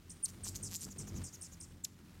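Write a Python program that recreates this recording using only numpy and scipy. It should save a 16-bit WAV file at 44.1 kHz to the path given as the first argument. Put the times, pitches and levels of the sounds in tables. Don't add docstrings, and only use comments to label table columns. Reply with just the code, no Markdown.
import sys
import numpy as np
from scipy import signal
from scipy.fft import rfft, irfft, next_fast_len
from scipy.io import wavfile
from scipy.ndimage import uniform_filter1d, map_coordinates

SR = 44100
rng = np.random.default_rng(int(sys.argv[2]) if len(sys.argv) > 2 else 0)


def put_to_file(sound):
    columns = np.atleast_2d(sound).T
    safe = np.clip(columns, -1, 1)
    whole_steps = np.round(safe * 32767)
    wavfile.write(sys.argv[1], SR, whole_steps.astype(np.int16))


def ratio(d):
    e = np.asarray(d, float) / 20
    return 10 ** e


N = 97020

# (frequency [Hz], level [dB per Hz])
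AIR_COLOUR = [(200, -43), (300, -5.5), (440, -19.5), (623, -19.5), (1320, -17), (4280, -22), (10500, -27),
              (15900, -28.5)]
# (time [s], level [dB], beat rate [Hz])
WING_PASSES = [(0.0, -60, 42.46), (0.15, -56.5, 41.42), (0.24, -59, 43.47), (0.32, -54.5, 46.41),
               (0.65, -48, 51), (0.81, -57.5, 49.22), (0.87, -45.5, 48), (0.91, -54.5, 47.11),
               (1.02, -45.5, 50.68), (1.06, -49, 50.07), (1.14, -43.5, 47.63), (1.21, -42.5, 46.81),
               (1.3, -57.5, 45.97), (1.6, -56.5, 41.17), (1.67, -55.5, 42.92), (1.75, -54.5, 43.04),
               (1.84, -59.5, 46.25), (2.2, -55.5, 41.5)]
# (multiple of beat rate [-], level [dB])
HUM_HARMONICS = [(1, -6.5), (2, -1), (3, -7.5), (4, -4), (5, -13.5), (6, -14), (7, -14.5), (8, -17.5),
                 (9, -19.5)]
# (frequency [Hz], level [dB per Hz])
CHURN_COLOUR = [(24, -28), (40, -17.5), (91, 2), (119, -6.5), (189, -6.5), (226, -8), (800, -34),
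                (1040, -36), (1760, -120)]
# (frequency [Hz], level [dB])
FEATHER_COLOUR = [(250, -5.5), (500, -2), (1200, -4.5), (3000, -9.5), (6000, -10.5), (15000, -20)]
# (time [s], peak level [dB], pitch [Hz])
WING_KNOCKS = [
    (0.467, -38.5, 1010),
    (0.621, -54, 960),
    (0.867, -45, 1350),
    (0.989, -53, 1330),
]
# (time [s], pitch [Hz], level [dB])
WHISTLE_PATH = [
    (.2255, 7000, -64),
    (.229, 9100, -43.5),
    (.238, 9370, -31),
    (.247, 9400, -28.5),
    (.255, 9300, -37),
    (.2585, 6260, -37),
    (.2615, 6000, -39.5),
]
# (time [s], depth [Hz])
WHISTLE_NOTCHES = [
    (0.241, 686),
    (0.247, 1400),
    (0.2532, 3120),
    (0.2587, 2160),
]
# (time [s], pitch [Hz], level [dB])
CHIP_PATH = [
    (1.836, 6950, -60),
    (1.841, 7960, -40.5),
    (1.846, 7150, -31.5),
    (1.8488, 5800, -31.5),
    (1.8512, 4000, -38),
    (1.8545, 1500, -54),
]
# (first sweep [s], peak level [dB], sweep spacing [ms], sweeps [count], loudest at [share of train])
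RATTLE_TRAINS = [
    (0.2784, -42.5, 4.54, 6, 0.51),
    (0.4399, -35, 5.16, 11, 0.88),
    (0.5452, -36.5, 6.1, 5, .5),
    (0.6874, -42, 7.2, 2, .5),
    (0.7072, -31.5, 5.6, 11, 0.85),
    (.795, -37, 6, 10, 0.85),
]
# (frequency [Hz], level [dB])
THROAT_COLOUR = [(1000, 5.5), (3500, -6), (5500, -3.5), (7000, -3), (9000, -8), (12000, 2.5), (16000, -4)]
# (start [s], level [dB], dip after [ms], pause on top [ms], trill length [ms])
WARBLE_CALLS = [
    (0.0951, -48, 10.2, 3.8, 16),
    (.434, -41.5, 13, 1.1, 47),
    (.626, -39.5, 10.5, 3.25, 41),
    (.807, -44, 10.2, 5.9, 11),
    (0.981, -43.5, 9, 0.089, 35),
    (1.235, -44.5, 9.9, 0.089, 48),
    (1.41, -46.5, 12, 4.5, 44),
    (1.601, -48, 12, 6, 30.5),
    (.159, -67.5, 11, 2.2, 11),
]
# (start [s], level [dB], length [s])
BUZZ_CALLS = [
    (0.902, -50, 0.028),
    (1.067, -51, 0.032),
    (1.147, -51.5, 0.043),
    (1.326, -48.5, 0.035),
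    (1.517, -53.5, 0.03),
    (0.553, -41.5, .016),
]

AIR_DB = -66
NEAR_DB, NEAR_T60_S = -11, .03
ECHO_DB, ECHO_T60_S = -12, .38
CLOSE_DB = -11.5
FEATHER_DB, FEATHER_GROWS = -15.5, 0.81
SWEEP_FROM_HZ, SWEEP_TO_HZ, RISE_S = 1200, 7900, .0028
SWELL_DB, FALL_DB = 15, 14
OPEN_HZ, DIP_HZ, PEAK_HZ, DIP_WIDE_S = 8750, 5210, 9400, .004
EFFORT_HZ_PER_DB = 83.5
TRILL_TURNS_PER_DIP, TRILL_LOW_HZ, TRILL_DB = 2.55, 5800, -1.5
TOP_SAG_HZ_PER_S, LOW_SAG_HZ_PER_S, FADE_DB_PER_S = 58000, 32000, 70
LOW_LOSS_DB_PER_KHZ = 2.5
BUZZ_HZ, BUZZ_SWING_HZ, BUZZ_RATE_HZ, BUZZ_DROP_HZ = 6450, 700, 320, 1300
RASP_DB = -21
TOP_HZ = 16250


def unit(x):
    return x / np.sqrt(np.mean(x ** 2) + 1e-20)


def along(points, hz):
    f, v = np.transpose(points)
    return np.interp(np.log(np.abs(hz) + 1), np.log(f + 1), v)


def wobble(rate, size):
    knots = rng.standard_normal(int(size * rate / SR) + 4)
    return map_coordinates(knots, [np.arange(size) * rate / SR])


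def coloured(x, points):
    m = next_fast_len(N + 8192)
    gain = ratio(along(points, np.fft.rfftfreq(m, 1 / SR)))
    return irfft(rfft(x, m) * gain, m)[:N]


def add(out, start, x):
    i = round(start * SR)
    out[i:i + len(x)] += x


def clock(length):
    return np.arange(int(length * SR)) / SR


def voice(hz, level_db, overtones_db, rough_db=-1.0, waver_hz=60):
    size = len(hz)
    phase = 2 * np.pi * (np.cumsum(hz + waver_hz * wobble(1495, size)) / SR + rng.random())
    tones = np.sin(phase)
    for k, db in enumerate(overtones_db, 2):
        fade = np.clip((16500 - k * hz) / 6000, 0, 1) ** 1.2
        tones = tones + ratio(db) * np.sin(k * phase) * fade
    ramp = np.arange(size)
    edge = np.minimum(np.minimum(ramp, ramp[::-1]) / 30, 1)
    return tones * ratio(level_db + rough_db * wobble(668, size)) * edge


def air():
    level = AIR_DB - 3.0 + 1.8 * wobble(3.4, N)
    return ratio(level) * unit(coloured(rng.standard_normal(N), AIR_COLOUR))


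def scatter(x, delay, t60):
    t = clock(.4)
    tail = rng.standard_normal(len(t)) * ratio(-60 * t / t60)
    return signal.fftconvolve(np.pad(x, (delay, 0)), tail / np.linalg.norm(tail))[:N]


def garden(far, close):
    leaves = ratio(NEAR_DB) * scatter(far + close, 90, NEAR_T60_S)
    fences = ratio(ECHO_DB) * scatter(far + ratio(CLOSE_DB) * close, 400, ECHO_T60_S)
    return coloured(leaves + fences, [(3000, -2), (7000, -0.5), (9500, 1.5), (12000, -0.5)])


def wings():
    s, db, rate = np.transpose(WING_PASSES)
    t = np.arange(N) / SR
    level = np.interp(t, s, db)
    beat_hz = np.interp(t, s, rate) * (1 + 0.02997 * wobble(24.9, N))
    phase = 2 * np.pi * np.cumsum(beat_hz) / SR
    stroke = np.cos(2 * phase)
    hum = np.zeros(N)
    for k, gain_db in HUM_HARMONICS:
        hum += ratio(gain_db + 3.8 * wobble(22.22, N)) * np.sin(k * phase + 6.32 * rng.random())
    churn = coloured(rng.standard_normal(N) * (1 + 0.91 * stroke), CHURN_COLOUR)
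    hiss = coloured(rng.standard_normal(N) * ratio(3.0 * stroke + 2.5 * wobble(90, N)), FEATHER_COLOUR)
    hiss_db = FEATHER_DB - 50 + FEATHER_GROWS * (level + 51.5)
    out = ratio(level) * unit(unit(hum) + 0.83 * unit(churn)) + ratio(hiss_db) * unit(hiss)
    u = clock(.02)
    for at, peak_db, hz in WING_KNOCKS:
        thud = 1.2 * uniform_filter1d(rng.standard_normal(len(u)), size=9)
        add(out, at, ratio(peak_db - 7 - 60 * u / .012) * (np.sin(2 * np.pi * hz * u) + thud))
    return out


def close_note(path, dips, overtones_db):
    out = np.zeros(N)
    s, pitch, db = np.transpose(path)
    t = s[0] + clock(s[-1] - s[0])
    hz = uniform_filter1d(np.interp(t, s, pitch), size=60)
    for at, depth in dips:
        hz = hz - depth * np.exp(-((t - at) / .0013) ** 2)
    add(out, s[0], voice(hz, np.interp(t, s, db), overtones_db, rough_db=.7))
    return out


def whistle():
    return close_note(WHISTLE_PATH, WHISTLE_NOTCHES, [-6, -12])


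def chip():
    return close_note(CHIP_PATH, [], [-3, -13])


def rattler():
    out = np.zeros(N)
    for s, db, spacing_ms, sweeps, peak in RATTLE_TRAINS:
        for k in range(sweeps):
            late = k / (sweeps - 1)
            chance = rng.standard_normal(3)
            arch = late ** 4 * (sweeps > 3)
            t = clock(RISE_S * (1.15 + .7 * arch))
            low = SWEEP_FROM_HZ + 2400 * arch
            high = SWEEP_TO_HZ * (1 + 0.036 * chance[0])
            hz = low + (high - low) * np.sin(np.pi / 2 * t / RISE_S)
            swell = -SWELL_DB * max(peak - late, 0) - FALL_DB * max(late - peak, 0)
            level = db + swell + 0.56 * chance[1] - 6 * np.exp(-t / 0.00017)
            start = s + k * spacing_ms / 1000 + .00025 * chance[2]
            add(out, start, voice(hz, level, [-5, -6, -8], rough_db=1.5, waver_hz=486))
    return coloured(out, THROAT_COLOUR)


def buzzes():
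    out = np.zeros(N)
    for s, db, length in BUZZ_CALLS:
        t = clock(length)
        turns = np.cumsum(BUZZ_RATE_HZ * (1 + 0.084 * wobble(150, len(t)))) / SR
        swing = BUZZ_SWING_HZ * np.sin(2 * np.pi * turns)
        hz = BUZZ_HZ + swing - BUZZ_DROP_HZ * np.abs(2 * t / length - .9) ** 3
        level = db - 2.0 - 9 * (2 * t / length - 1.1) ** 2 + 7 * np.sin(2 * np.pi * turns - .8)
        breath = np.convolve(rng.standard_normal(len(t)), [1, 1, -1, -1], "same")
        rasp = ratio(level + RASP_DB + 5 * t / length) * breath
        add(out, s, voice(hz, level, [-11, -14], rough_db=0.5, waver_hz=244) + rasp)
    return out


def warbler():
    out = np.zeros(N)
    for s, db, *times_ms in WARBLE_CALLS:
        at, pause, length = np.array(times_ms) / 1000
        lead = at + DIP_WIDE_S + pause
        t = clock(lead + length)
        u = np.maximum(t - lead, 0)
        trilling = t > lead
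        top = np.where(t < at, OPEN_HZ - 30000 * t, PEAK_HZ) - TOP_SAG_HZ_PER_S * u
        dip = np.cos(np.pi / 2 * np.clip((t - at) / DIP_WIDE_S, -1, 1)).clip(0) ** 1.69
        dip_hz = (top - DIP_HZ - EFFORT_HZ_PER_DB * (db + 49)) * dip
        rate = TRILL_TURNS_PER_DIP / at
        turns = np.cumsum(trilling * rate * (1 + 0.047 * wobble(152, len(t)))) / SR
        trill_hz = (top - TRILL_LOW_HZ + LOW_SAG_HZ_PER_S * u) * np.sin(np.pi * turns) ** 2
        hz = top - dip_hz - trill_hz
        trill_db = TRILL_DB - LOW_LOSS_DB_PER_KHZ * np.maximum(6.8 - hz / 1000, 0)
        onset_db, ending_db = -15 * np.exp(-t / 0.0011), -12 * np.exp((u - length) / 0.0025)
        level = db + onset_db + trilling * trill_db - FADE_DB_PER_S * u + ending_db
        add(out, s, voice(hz, level, [-11], rough_db=2.0, waver_hz=150))
    return out


def scene():
    close = whistle() + chip()
    far = rattler() + buzzes() + warbler()
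    return np.tile(air() + garden(far, close) + wings() + close + far, (2, 1))


def low_pass(x):
    return signal.sosfilt(signal.butter(12, 16310, fs=SR, output="sos"), x)


def record(dry):
    in_band = np.fft.rfftfreq(N, 1 / SR) < TOP_HZ
    mix = irfft(rfft(dry) * in_band, N)
    return low_pass(mix)


dry = scene()
out = record(dry)
put_to_file(out)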